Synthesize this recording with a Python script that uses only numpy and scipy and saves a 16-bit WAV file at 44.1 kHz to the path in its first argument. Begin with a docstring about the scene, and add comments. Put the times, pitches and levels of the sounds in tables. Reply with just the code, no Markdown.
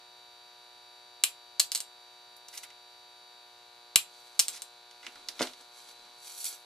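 """Close at a workbench, a microphone pair hears a continuous background: summed tones of a mains buzz
and a thin whine, and steady noise as hiss.
Side cutters crack through a wire, clack and rebound; then gloves, rubbed as tiny slips, shift the ticking board.
The hands move, the buzz changes colour, and a second, louder snip is followed by more clacks.
The board scrapes, ticks and bumps the ringing bench; last, a glove sweeps past the microphones.
A small, dry room answers the handwork with decaying noise echoes."""
import sys
import numpy as np
from scipy import signal
from scipy.fft import rfft, irfft
from scipy.io import wavfile

SR = 44100
rng = np.random.default_rng(int(sys.argv[2]) if len(sys.argv) > 2 else 0)


def persist_wave(psi):
    """Save psi, clipped to +-1, as 16-bit WAV."""
    counts = np.round(np.clip(psi, -1, 1) * 32767).astype(np.int16)
    wavfile.write(sys.argv[1], SR, np.atleast_2d(counts).T)


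N = 293258
TIME = np.arange(N) / SR


def amp(db):
    """Decibels to gain."""
    return 10 ** (np.asarray(db) / 20)


def evened(x):
    """Scales to an rms of one."""
    return x / np.sqrt(np.mean(x ** 2) + 1e-20)


def read(points, hz, axis=1):
    """Joins one column of the points by straight lines on a log-frequency axis."""
    columns = np.transpose(points)
    return np.interp(np.log(hz + 1), np.log(columns[0] + 1), columns[axis])


def octaves(hz):
    """Octaves above 5 kHz, the hinge of every tilt; held constant below 400 Hz."""
    return np.log2(np.maximum(hz, 400) / 5000)


def add(mix, s, sound):
    """Mixes a sound in at a time in seconds."""
    part = mix[round(s * SR):][:len(sound)]
    part += sound[:len(part)]


def ring(modes):
    """Damped tones struck together, each losing 60 dB in its t60."""
    t = TIME[:SR // 3]
    return sum(amp(db - 60 * t / t60) * np.cos(2 * np.pi * hz * t) for hz, db, t60 in modes)


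def crack(colour, tilt_db=0, ring_hz=1, ring_db=0, ring_octaves=0.12, spread=0.000908, size=4096):
    """A causal click of unit energy; bending waves carry its treble ahead of its bass."""
    hz = np.fft.rfftfreq(size, 1 / SR)
    bump = np.exp(-(np.log2((hz + 1) / ring_hz) / ring_octaves) ** 2)
    gain = amp(read(colour, hz) + tilt_db * octaves(hz) + ring_db * bump)
    # the minimum phase that belongs to this gain
    log_gain = np.log(np.r_[gain, gain[-2:0:-1]])
    phase = -signal.hilbert(log_gain).imag[:len(hz)]
    # spread in seconds scales the delay, which grows towards the bass
    delay = spread * (2 ** (-octaves(hz) / 2) - .5)
    phase = phase - 2 * np.pi * np.cumsum(delay) * SR / size
    click = irfft(gain * np.exp(1j * phase))[:size // 2]
    return click / np.linalg.norm(click)


# spectrum of the steady hiss: [f/Hz, relative level/dB per Hz]
HISS_COLOUR = [(20, -11.5), (60, -3.5), (120, 0.5), (220, -3.5), (450, 1), (1100, 4), (2000, 3), (3200, 5),
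               (4100, 7), (5500, -0.5), (8000, -3.5), (12300, -4), (12800, -8), (13300, -53)]
# left-right likeness of the hiss: [f/Hz, correlation (no unit)]
HISS_LIKENESS = [(60, 0.64), (290, 0.2), (700, 0.68), (1500, 0), (3100, 0), (7000, 0), (15000, 0.14)]


def hiss(level_db=-62.5):
    """Room air in the bass, partly shared by both microphones; their own hiss in the treble."""
    hz = np.fft.rfftfreq(N, 1 / SR)
    left, other = rfft(rng.standard_normal((2, N)))
    same = np.clip(read(HISS_LIKENESS, hz), -1, 1)
    right = same * left + np.sqrt(1 - same ** 2) * other
    pair = np.array([left, right])
    return amp(level_db) * evened(irfft(pair * amp(read(HISS_COLOUR, hz)), N))


# thin electronic whine: [f/Hz, rms level/dB]
WHINE_TONES = [(6001, -79), (7500, -85), (9001, -85), (10500, -85), (12000, -85)]


def whine():
    """Steady electronic tones, with unrelated phases at the two microphones."""
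    tones = sum(amp(db) * np.cos(2 * np.pi * (hz * TIME + rng.random((2, 1)))) for hz, db in WHINE_TONES)
    return np.sqrt(2) * tones


# strong harmonics: [multiple of the mains, level before the hands shift/dB, level after/dB]
BUZZ_STRONG = [(6, -73, -73), (8, -75, -74), (10, -73, -73), (12, -66, -66), (14, -71, -70), (16, -66, -67),
               (18, -75, -74), (20, -73, -73), (23, -76, -78), (24, -74, -73), (26, -76, -75),
               (28, -78, -78), (30, -77, -78), (38, -74, -72), (39, -77, -82), (58, -77, -74),
               (61, -77, -75), (62, -65, -68), (63, -68, -73), (64, -70, -70), (65, -84, -70),
               (66, -63, -73), (67, -72, -62), (68, -73, -86), (69, -79, -75), (70, -80, -78),
               (71, -80, -78), (72, -76, -76), (74, -78, -76), (75, -72, -72), (76, -74, -66),
               (77, -62, -72), (78, -78, -75), (79, -76, -74), (82, -83, -78), (94, -78, -81)]
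# weaker harmonics between them, before random unevenness: [f/Hz, level of each/dB]
BUZZ_WEAK = [(60, -101), (240, -98), (500, -92), (1080, -88), (1800, -88), (2500, -83), (3240, -84),
             (4200, -85), (5160, -88), (6400, -89), (8000, -100), (12000, -104)]
# when the hands shift: [start t/s, end t/s]
SHIFT_TIMES = (3.42, 3.77)
# how the paths to the microphones smear each pulse: [f/Hz, phase scatter/rad, delay/s]
PATH_SMEAR = [(60, .5, .001), (1100, .55, .001), (1600, 1.3, .0005), (2300, .6, 0), (3200, 1.6, 0),
              (3700, .5, 0), (4050, .5, 0), (4400, 1.6, 0), (12000, 2, 0)]


def buzz(count=200):
    """Pulses locked to the mains, summed from wavering harmonics; the hands shift the path of each."""
    mains_hz, crest_s, waver_db, lead_s = 60.03, .0156, .6, .00006
    order = np.arange(1, count)
    before = read(BUZZ_WEAK, order * mains_hz) + 2 * rng.standard_normal(len(order))
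    after = before.copy()
    for k, before_db, after_db in BUZZ_STRONG:
        before[k - 1], after[k - 1] = before_db, after_db
    knots = np.linspace(0, TIME[-1], num=60)
    shift = np.interp(knots, SHIFT_TIMES, [0, 1])
    # turn is a rotating phasor, advanced by one harmonic at each step
    step = np.exp(2j * np.pi * mains_hz * (TIME - crest_s))
    turn = np.ones(N, complex)
    out = np.zeros((2, N))
    for hz, first, last in zip(order * mains_hz, before, after):
        turn *= step
        # short waves waver more, most after the hands shift, and differ more between the microphones
        high = min(hz / 4000, 1)
        waver = waver_db * high * (1 + 2 * shift) * rng.standard_normal(len(knots))
        level = amp(first + (last - first) * shift + waver)
        # the bass reaches the left microphone first
        delay = read(PATH_SMEAR, hz, axis=2) - lead_s * (1 - high) * np.array([[1], [0]])
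        scatter = read(PATH_SMEAR, hz) * rng.standard_normal()
        scatter = scatter + .5 * high * rng.standard_normal((2, 1))
        phase = scatter - 2 * np.pi * hz * delay
        wave = np.cos(phase) * turn.real - np.sin(phase) * turn.imag
        out += np.interp(TIME, knots, level) * wave
    return np.sqrt(2) * out * amp([[.5], [-.5]])


# late echoes of the small room: [f/Hz, t60/s, relative level/dB]
ROOM_ECHOES = [(100, 0.31, -7.5), (490, 0.23, -2), (1500, 0.17, 5), (2760, 0.18, 5), (7000, 0.18, -1.5),
               (11000, 0.14, 7), (14500, 0.13, 5.5)]


def room(x, near_db, tail_db, same, right_db, near_t60=0.029, lag=1.28):
    """Direct sound at two close microphones, quick echoes off bench and hands, then the walls."""
    t = TIME[:SR // 2]
    same = np.clip(same, 0, 1)
    noise = rng.standard_normal((2, 3, len(t)))
    # same is the share of echo power common to both microphones
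    near, far = np.sqrt(same) * noise[:, :1] + np.sqrt(1 - same) * noise[:, 1:]
    near *= amp(-60 * t / near_t60) * (t > .0008)
    hz, age, z = signal.stft(far, SR, nperseg=256)
    decay_db = 60 * age / read(ROOM_ECHOES, hz)[:, None]
    z = z * amp(read(ROOM_ECHOES, hz, axis=2)[:, None] - decay_db)
    far = signal.istft(z, SR, nperseg=256)[1][:, :len(t)] * np.minimum(t / 0.0013, 1)
    echoes = amp(near_db) * near / np.linalg.norm(near[0])
    echoes += amp(tail_db) * far / np.linalg.norm(far[0])
    # the direct sound reaches the right microphone later, by lag in samples
    late = irfft(rfft(x) * np.exp(-2j * np.pi * np.fft.rfftfreq(N) * lag), N)
    pair = np.array([x, late]) + signal.oaconvolve(x[None], echoes, axes=1)[:, :N]
    # right_db is half the level difference between the microphones
    return pair * amp([[-right_db], [right_db]])


# strokes of the rubber gloves; rise and fall are the times for a 20 dB change:
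# [peak t/s, rise/s, fall/s, level/dB, tilt/dB an octave]
GLOVE_STROKES = [(2.55, 0.049, 0.043, -54, 7), (2.638, 0.018, 0.015, -45.5, 0),
                 (4.17, 0.17, 0.76, -63.5, -2.5), (4.54, 0.2, 0.13, -52.5, -3.5),
                 (5.07, 0.15, 0.23, -59.5, -5), (5.155, 0.036, 0.49, -61, -7),
                 (5.44, 0.12, .12, -46.5, -4.5), (5.61, 0.072, 0.094, -59, -5),
                 (5.78, 0.14, .3, -58.5, -2.5), (5.89, 0.044, 0.064, -55, -3.5),
                 (6.05, 0.36, 0.27, -63, -6.5), (6.275, 0.097, 0.14, -49.5, -0.5),
                 (6.415, 0.16, 0.067, -44, 3), (6.463, 0.064, 0.094, -37.5, 2), (6.53, .06, .04, -48, -3.5)]


def strokes(t, range_db=20):
    """Strength and tilt: strokes rise and fall evenly in dB, the strongest dominating the brightness."""
    peak_s, rise_s, fall_s, db, tilt_db = np.transpose(GLOVE_STROKES)[:, :, None]
    away = np.maximum((peak_s - t) / rise_s, (t - peak_s) / fall_s)
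    power = amp(db - range_db * away) ** 2 + 1e-20
    total = power.sum(0)
    return np.sqrt(total), (power * tilt_db).sum(0) / total


# spectrum of rubbed rubber before each stroke's tilt: [f/Hz, relative level/dB per Hz]
GLOVE_COLOUR = [(80, -31), (400, -20.5), (1400, -9.5), (2100, -10.5), (3000, -5), (4200, 0), (6000, -2),
                (7700, 0), (9500, -3.5), (11500, -1), (14000, -13.5), (15500, -33)]


def glove(slips_per_s=5000, size_db=3.0):
    """Tiny slips of rubber, of uneven size, under the strength and brightness of the stroke."""
    happens = rng.random(N) < slips_per_s / SR
    size = amp(size_db * np.minimum(rng.exponential(1, N), 4))
    slips = rng.standard_normal(N) * happens * size
    hz, t, z = signal.stft(evened(slips), SR, nperseg=256)
    strength, tilt_db = strokes(t)
    colour = amp(read(GLOVE_COLOUR, hz)[:, None] + octaves(hz)[:, None] * tilt_db)
    colour /= np.sqrt(np.mean(colour ** 2, axis=0))
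    rubbed = signal.istft(z * colour, SR, nperseg=256)[1][:N]
    return rubbed * np.interp(TIME, t, strength)


# dull bumps of hand and board on the bench: [t/s, level/dB, favoured f/Hz]
BENCH_BUMPS = [(5.08, -30, 260), (5.159, -38.5, 400), (5.294, -33.5, 620), (5.4, -16, 400),
               (5.4085, 0, 626), (5.4104, -7.5, 1250), (5.4155, -5.5, 338), (5.424, -8, 700)]
# resonances of the bench top: [f/Hz, relative level/dB, t60/s]
BENCH_TOP = [(166, -39, 0.086), (256, -13, 0.15), (354, 4, 0.046), (444, -4, 0.048), (538, -5.5, 0.089),
             (615, 1.5, 0.049), (794, -15, 0.025), (1218, -7, 0.036)]


def bench(low_cut_hz=190, soft_hz=2200, focus_db=5):
    """Each bump, softened by the glove, rings the bench top, favouring a pitch that depends on the spot."""
    out = np.zeros(N)
    contact = signal.butter(2, [low_cut_hz, soft_hz], "bandpass", fs=SR, output="sos")
    for s, db, favoured_hz in BENCH_BUMPS:
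        # modes lose focus_db for each octave away from the favoured pitch
        modes = [(hz, mode_db - focus_db * abs(np.log2(hz / favoured_hz)), t60)
                 for hz, mode_db, t60 in BENCH_TOP]
        thud = signal.sosfilt(contact, ring(modes))
        add(out, s, amp(db) * thud / np.linalg.norm(thud))
    return out


# ticks as the fingers shift their grip: [t/s, level/dB, tilt/dB an octave, strongest ring f/Hz]
BOARD_TICKS = [(2.366, -33, 13, 11900), (2.633, -27.5, 1, 2450), (2.703, -30.5, 1.5, 2450),
               (4.911, -30.5, 4, 3350), (5.0655, -16, -1.5, 2700), (5.1567, -30, -1, 1440),
               (5.2862, -9.5, 4, 4550), (5.393, -14, -2, 3400), (5.418, -10.5, 4, 3120),
               (5.4262, -8.5, 5, 4160), (5.471, -18, -0.5, 3500), (5.534, -27.5, 2.5, 3800),
               (6.4437, -10.5, 10, 8400)]
# spectrum of a tick before tilt and ring: [f/Hz, relative level/dB per Hz]
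TICK_COLOUR = [(60, -24), (170, -37), (300, -2), (700, -6), (1400, 5), (1900, 6), (2500, 3.5), (3600, 5),
               (4800, 5), (6000, 5), (8500, -3), (12000, -10), (15000, -30)]
# scrapes against jaws and bench: [start t/s, length/s, level/dB, tilt/dB an octave]
BOARD_SCRAPES = [(2.529, 0.056, -53, 1.5), (2.63, 0.022, -53, -0.5), (4.525, 0.054, -49.5, 5),
                 (5.028, .036, -55.5, -2.5), (5.397, 0.039, -41, 1)]


def board(ring_db=8, scrape_ring_db=6, scrape_ring_hz=2320, scrape_ticks_per_s=700, scrape_spread_db=1):
    """Dry board ticks, damped by the fingers, alone or in runs; each contact favours one resonance."""
    out = np.zeros(N)
    for s, db, tilt_db, hz in BOARD_TICKS:
        tick = crack(TICK_COLOUR, tilt_db=tilt_db, ring_hz=hz, ring_db=ring_db,
                     ring_octaves=0.38, spread=0.001216)
        add(out, s, amp(db) * tick)
    happens = rng.random(N) < scrape_ticks_per_s / SR
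    catches = happens * rng.choice([-1, 1], N) * amp(scrape_spread_db * rng.standard_normal(N))
    for s, length, db, tilt_db in BOARD_SCRAPES:
        run = evened(catches[round(s * SR):round((s + length) * SR)])
        tick = crack(TICK_COLOUR, tilt_db=tilt_db, ring_hz=scrape_ring_hz, ring_db=scrape_ring_db)
        add(out, s, amp(db) * signal.fftconvolve(run, tick))
    return out


# the jaws bite through a wire: [t/s, level/dB, level of the push on the hand/dB]
WIRE_SNIPS = [(1.2371, 7, -32), (3.958, 11, -16)]
# spectrum of a snip: [f/Hz, relative level/dB per Hz]
WIRE_COLOUR = [(60, -48), (500, -23.5), (1250, -11), (1800, -15.5), (2450, -1.5), (3000, -0.5), (3400, -3),
               (3850, 1), (5000, -4), (6500, -3.5), (7800, 2.5), (9400, -6), (10800, -2.5), (15000, -12.5)]
# steel jaws clack and catch on the board: [t/s, level/dB, strongest ring f/Hz]
JAW_CLACKS = [(1.5965, 3, 7900), (1.6, 5.5, 4450), (1.7181, -4.5, 4840), (1.7495, -3, 8060),
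              (1.7569, -4.5, 4540), (1.7756, -12.5, 8000), (1.8040, -9.5, 8550), (2.4845, -22.5, 5840),
              (2.5750, -20, 8400), (2.5776, -14.5, 5900), (4.3930, 6, 8400), (4.3973, 6, 5610),
              (4.4824, -4.5, 8160), (4.6199, -13, 8550)]
# spectrum of a clack before its ring: [f/Hz, relative level/dB per Hz]
JAW_COLOUR = [(60, -47), (500, -20.5), (1100, -16), (1900, -15.5), (3000, -7.5), (4200, -0.5), (5600, -3),
              (7000, -0.5), (8600, -4), (10500, -7.5), (12500, -8.5), (15000, -18)]
# lingering rings of the steel tool: [f/Hz, level/dB, t60/s]
TOOL_RINGS = [(2975, -53, .14), (4090, -54, .14), (5420, -60, .12), (6003, -56, .16), (7501, -49, .17),
              (9002, -53, .16), (10501, -51, .17), (12001, -52, .17)]


def cutters(clack_ring_db=10, count=3):
    """Wires part with a crack and a soft push; the jaws clack and rebound; the steel rings on."""
    rebound_gap_s, rebound_db, rebound_loss_db, push_s = .004, -10.5, 4, .0014
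    out = np.zeros(N)
    u = TIME[:SR // 20] / push_s
    push = (1 - u / 2) * np.exp(-u)
    for s, db, push_db in WIRE_SNIPS:
        add(out, s, amp(db) * crack(WIRE_COLOUR, spread=0.0019))
        add(out, s, amp(push_db) * push / np.linalg.norm(push))
    # rebounds follow each clack at uneven gaps, each weaker than the last
    rebound = crack(JAW_COLOUR, spread=0.000466)
    gaps = rebound_gap_s * (.5 + rng.random((len(JAW_CLACKS), count)))
    for (s, db, hz), delays in zip(JAW_CLACKS, np.cumsum(gaps, axis=1)):
        clack = crack(JAW_COLOUR, ring_hz=hz, ring_db=clack_ring_db, spread=0.000741)
        add(out, s, amp(db) * clack)
        for k, delay in enumerate(delays):
            add(out, s + delay, amp(db + rebound_db - k * rebound_loss_db) * rebound)
    return out + signal.oaconvolve(out, ring(TOOL_RINGS))[:N]


def scene():
    """The work of the hands, close to the microphones, over the continuous buzz, whine and hiss."""
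    background = hiss() + whine() + buzz()
    rustle = room(glove(), near_db=0.5, tail_db=-7.5, same=0.5, right_db=0.8)
    bumps = room(bench(), near_db=-3.5, tail_db=-3, same=1.0, right_db=0.0)
    ticks = room(board(), near_db=-1.5, tail_db=-2.5, same=0.53, right_db=1.4)
    tool = room(cutters(), near_db=-3.5, tail_db=-4.5, same=0.21, right_db=0.5)
    return background + rustle + bumps + ticks + tool


def record(dry):
    """Rounds off only the peaks beyond the knee; then a steep low-pass limits the band."""
    knee, headroom, edge_hz = .65, .25, 15300
    within = np.clip(dry, -knee, knee)
    rounded = within + headroom * np.tanh((dry - within) / headroom)
    low_pass = signal.firwin(255, edge_hz, window=("kaiser", 8), fs=SR)
    return signal.oaconvolve(rounded, low_pass[None], "same")


dry = scene()
out = record(dry)
persist_wave(out)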